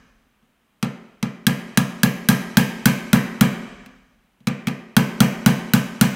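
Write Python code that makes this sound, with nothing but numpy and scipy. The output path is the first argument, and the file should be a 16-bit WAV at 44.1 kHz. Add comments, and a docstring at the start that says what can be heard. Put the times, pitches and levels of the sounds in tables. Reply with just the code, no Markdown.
"""In a bare room, a small hammer taps a hand-held brass punch that stands on a pin in a steel part on a table.
Each blow cracks (noise bursts), rings briefly in the metal (fading sines) and, a moment later,
booms in the table top (slower, lower sines). The room rings on as fading noise, over a soft room tone.
The recorder's limiter looks ahead, ducks on each blow and recovers between them."""
import sys
import numpy as np
from scipy import signal
from scipy.io import wavfile
from scipy.ndimage import uniform_filter1d

SR = 44100
rng = np.random.default_rng(int(sys.argv[2]) if len(sys.argv) > 2 else 0)


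def persist_wave(psi):
    """Save psi, clipped to +-1, as 16-bit WAV."""
    counts = np.round(np.clip(psi, -1, 1) * 32767).astype(np.int16)
    wavfile.write(sys.argv[1], SR, np.atleast_2d(counts).T)


N = 271215
LEAD_S = 0.7   # time computed before the start, so that an earlier blow can leave its echo


def from_db(db):
    """Turn decibels into a gain."""
    return 10 ** (np.asarray(db) / 20)


def rms_one(x):
    """Scale a sound to an rms of 1."""
    return x / np.sqrt(np.mean(x ** 2) + 1e-20)


def at_hz(table, hz):
    """Read the other columns of a table at one frequency, in between rows on a log axis."""
    at, *columns = np.transpose(table)
    return [np.interp(np.log(hz), np.log(at), column) for column in columns]


def ring(clicks, hz, t60):
    """A resonance: a unit click sets a sine ringing that starts near height 1 and falls 60 dB in t60 seconds."""
    radius = from_db(-60 / (t60 * SR))
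    turn = 2 * np.pi * hz / SR
    return signal.lfilter([0, np.sin(turn)], [1, -2 * radius * np.cos(turn), radius ** 2], clicks + 1e-18)


def fade(size, t60):
    """Exponential decay from 1 that falls 60 dB in t60 seconds."""
    return from_db(-60 * np.arange(size) / SR / t60)


def noise_bands(size):
    """Give third-octave bands of noise as (centre Hz, samples); neighbours are unrelated."""
    edges = 25 * 2 ** (np.arange(30) / 3)
    white = rng.standard_normal((2, size))
    for k, (low, high) in enumerate(zip(edges, edges[1:])):
        band_pass = signal.butter(2, [low, high], "band", fs=SR, output="sos")
        yield np.sqrt(low * high), signal.sosfilt(band_pass, white[k % 2])


def contacts():
    """List every contact as (t/s, metal/dB, thud/dB, room/dB, jolt/dB, treble lift/dB, pin seat f/Hz)."""
    # hammer blows: t/s, force level/dB, metal against table/dB, treble lift/dB, seat of the pin f/Hz
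    blow_rows = [(0.827, -10.5, 4, -29, 2140), (1.2272, -12.5, 3, -23, 2100), (1.467, -0.5, 3, 1, 1622),
                 (1.7735, 1, 3, 2, 1633), (2.0325, 0.5, 1.9, 2, 1640), (2.287, 3, -1.5, 4.5, 1580),
                 (2.5701, 4.5, -1, 2.5, 1590), (2.8563, 4, -1, 3, 1514), (3.1306, 5, -2.5, -1.5, 1410),
                 (3.4096, 4, -1.6, -2, 1402), (4.4707, -9, 4, -30, 2200), (4.6707, -11, 1.5, -10, 2240),
                 (4.9662, 4, 2, -3, 1487), (5.2042, 4.5, -1, 0, 1395), (5.461, 4.5, -1.8, -0.1, 1460),
                 (5.7354, 3.5, -0.8, 2, 1490), (6.011, 3, -2, 3, 1413)]
    # one blow before the start, same columns; only its echo is left
    earlier_blow = (-.62, 8, 0, 0, 1500)
    # light ticks of metal on metal, mostly the punch bouncing after a soft blow: t/s, level/dB
    tick_rows = [(0.8448, -26), (3.8607, -33.5), (4.4831, -19), (4.6826, -17.5)]
    # the hand or the part nudges the table: t/s, level/dB
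    nudge_rows = [(.426, -53), (4.404, -44.5)]
    jolt_db, jolt_growth = -22.5, 0.66   # the jolt grows more than in step with force
    no_jolt_db = -120
    rows = []
    for s, db, metal_db, treble_db, seat_hz in [earlier_blow, *blow_rows]:
        rows.append((s, db + metal_db, db, db - 4, jolt_db + db * (1 + jolt_growth), treble_db, seat_hz))
    for s, db in tick_rows:
        rows.append((s, db, db - 11.5, db - 14.5, no_jolt_db, -8.5, 2600))
    for s, db in nudge_rows:
        rows.append((s, db - 4, db, db - 10, no_jolt_db, -25, 1200))
    return rows


def metal_parts(click, seat_hz, treble_db):
    """A blow rings punch, hammer, part and pin while their faces jar; returns (close sound, sound to the room)."""
    # ringing of punch, hammer and steel part: f/Hz, level/dB, t60/s
    metal_modes = [(1175, -26, 0.18), (2051, -21.5, 0.051), (2803, -3.5, 0.0063), (3297, -6, 0.015),
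                   (3927, -32.5, 0.018), (3950, -14, 0.052), (5924, -11, 0.019), (7900, -36, 0.028),
                   (9500, -15.5, 0.0074), (9420, -9.5, 0.025), (9800, -25.5, 0.012), (13540, 5.5, 0.0037),
                   (15300, -8, .005)]
    size = len(click)
    strength = from_db(rng.normal(0, 2, len(metal_modes)))   # differs from blow to blow
    strength *= -(-1) ** np.arange(len(metal_modes))   # neighbours swing opposite ways
    rings = sum(g * from_db(db) * ring(click, hz, t60) for g, (hz, db, t60) in zip(strength, metal_modes))

    # the seat's pitch tends to drop as the pin goes in; its ring follows half of the treble lift
    seat_click = np.roll(click, round(0.000982 * SR))
    seat = from_db(-1.5 + 0.5 * treble_db) * ring(seat_click, seat_hz, 0.031)

    jar = signal.butter(1, [400, 5000], "band", fs=SR, output="sos")
    face = signal.butter(2, 10000, "high", fs=SR, output="sos")
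    # the parts jar against each other
    chatter = signal.sosfilt(jar, rng.standard_normal(size)) * fade(size, 0.033)
    # face on face: a shorter, brighter crack
    chatter += from_db(8) * signal.sosfilt(face, rng.standard_normal(size)) * fade(size, 0.0034)

    rise = np.minimum(np.arange(size) / (0.0006 * SR), 1)   # the contact builds up over 0.6 ms
    metal = rise * (from_db(-5.5) * (rings + seat) + from_db(-3) * chatter)
    spread = from_db(11) * click + from_db(-20) * rings + from_db(-24) * seat + from_db(-19) * chatter

    # a harder blow has a shorter contact and so more treble; the lift comes with each contact
    top = signal.butter(1, 4000, "high", fs=SR, output="sos")
    lift = from_db(treble_db) - 1
    return metal + lift * signal.sosfilt(top, metal), spread + lift * signal.sosfilt(top, spread)


def table_top(click):
    """A soft, late push sets the table top's modes ringing; returns (one sound per mode, growth per dB)."""
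    # modes of the table top: f/Hz, level/dB, t60/s, direction of first swing (+1 or -1)
    table_modes = [(117.1, -15, .18, -1), (133.2, -24, .43, -1), (139.5, -10, .22, 1), (171.7, -14, .23, 1),
                   (176.7, -20, .52, 1), (194.3, -11, .3, 1), (200, -14, .04, -1), (204.4, -10, .25, 1),
                   (219, -8, .21, 1), (230.4, -25, .6, -1), (241.9, -23, .55, 1), (246, -14, .21, -1),
                   (261.5, -16, .33, -1), (317, -24, .04, 1), (366, -26, .3, 1), (62, -16, .1, 1),
                   (335, -26, .15, -1), (400, -22, .12, -1), (465, -18, .14, 1), (510, -18, .12, -1),
                   (646, -16, .12, 1), (830, -14, .05, -1)]
    late_click = np.roll(click, round(0.0017 * SR))   # the thud lags the crack by 1.7 ms
    push = signal.lfilter(*signal.butter(2, (100, 300), "band", fs=SR), late_click)
    boom = np.array([way * from_db(db) * ring(push, hz, t60) for hz, db, t60, way in table_modes])
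    boom /= np.abs(boom.sum(axis=0)).max()
    # modes above 280 Hz grow less than in step with force
    growth = -0.3 * (np.array(table_modes)[:, 0] > 280)
    return boom, growth


def table_frame(click):
    """The table frame lurches: one low, short ring."""
    return ring(click, 72, 0.06)


def blows():
    """Add up crack, metal ring, table boom and jolt of every contact, dry and as sent to the room."""
    size = SR // 2
    click = np.eye(1, size)[0]
    boom, growth = table_top(click)
    jolt = table_frame(click)
    dry, sent = np.zeros((2, N + 2 * SR))
    for s, metal_db, thud_db, send_db, jolt_db, treble_db, seat_hz in contacts():
        metal, spread = metal_parts(click, seat_hz, treble_db)
        grip_db = rng.normal(0, 1, len(boom))   # the grip on the part shifts a little
        thud = from_db(grip_db + growth * np.clip(thud_db, -15, 9)) @ boom
        i = round((s + LEAD_S) * SR)
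        dry[i:i + size] += from_db(metal_db) * metal + from_db(thud_db) * thud + from_db(jolt_db) * jolt
        sent[i:i + size] += from_db(send_db) * spread + from_db(thud_db - 17) * thud
    return dry, sent


def room(sent):
    """Walls send sound back: each noise band fades as early reflections plus a late field."""
    # the room's answer: f/Hz, level/dB, t60 of first reflections/s, late share/dB, t60 of the late field/s
    room_bands = [(40, -34, .5, 7.5, 2.1), (102, -33.5, 0.095, -16.5, 1.1), (239, -12.5, .09, -18.5, 0.92),
                  (320, -13, 0.15, -5, 0.78), (494, -12.5, 0.2, -8.5, 0.92), (833.3, -12, 0.15, -16, 1.02),
                  (2430, -19.5, 0.21, -7.5, 1.024), (3250, -29, .17, -11.5, 0.96),
                  (5850, -31, 0.29, -14, 1.18), (9520, -33, 0.14, -12.5, 0.63),
                  (13400, -27.5, .09, -10, 0.44), (17000, -34.5, .08, -7, .3)]
    size = round(1.6 * SR)
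    seconds = np.arange(size) / SR
    answer = np.zeros(size)
    for hz, band in noise_bands(size):
        db, early_t60, late_db, late_t60 = at_hz(room_bands, hz)
        build = np.clip((seconds - 0.004) / (0.002 + 10 / hz), 0, 1)   # the bass fills the room slowly
        decay = fade(size, early_t60) + from_db(late_db) * fade(size, late_t60)
        answer += from_db(db) * band * build * decay
    return signal.fftconvolve(sent, answer)[:len(sent)]


def background():
    """Room tone with microphone hiss: steady noise, shaped band by band."""
    # colour of the noise: f/Hz, relative level per Hz/dB
    floor_curve = [(29, -14), (60, 5), (110, -2), (218, 9), (400, -3.5), (997, -3), (3200, -7.5),
                   (4200, -18), (16000, -20)]
    tone = sum(from_db(at_hz(floor_curve, hz)[0]) * band for hz, band in noise_bands(N))
    return from_db(-67.5) * rms_one(tone)


def scene():
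    """Blows and their room, cut to start after the lead time, over the background."""
    dry, sent = blows()
    start = round(LEAD_S * SR)
    heard = (dry + room(sent))[start:start + N]
    return (heard + background())[None]


def record(dry, knee_db=-14, squeeze=0.32, release_db_per_s=45, ahead_s=0.0072):
    """Microphone bass cut, look-ahead limiter, rounded peaks, steep top cut."""
    dry = signal.sosfilt(signal.butter(2, 35, "high", fs=SR, output="sos"), dry)
    level_db = 20 * np.log10(np.abs(dry[0]) + 1e-9)
    # follow each peak at once, then let the followed level sink steadily
    slope = release_db_per_s * np.arange(N) / SR
    held_db = np.maximum.accumulate(level_db + slope) - slope
    over_db = np.maximum(held_db - knee_db, 0)
    # look ahead: duck already before the peak arrives
    shift = round(ahead_s * SR)
    coming_db = np.r_[over_db[shift:], np.zeros(shift)]
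    over_db = np.maximum(over_db, coming_db)
    gain = from_db(-np.clip(squeeze, 0, 1) * uniform_filter1d(over_db, size=301))
    peaks = 1.011 * np.tanh(from_db(3) * gain * dry / 1.156)
    return signal.sosfilt(signal.cheby2(14, 90, 17100, fs=SR, output="sos"), peaks)


dry = scene()
out = record(dry)
persist_wave(out)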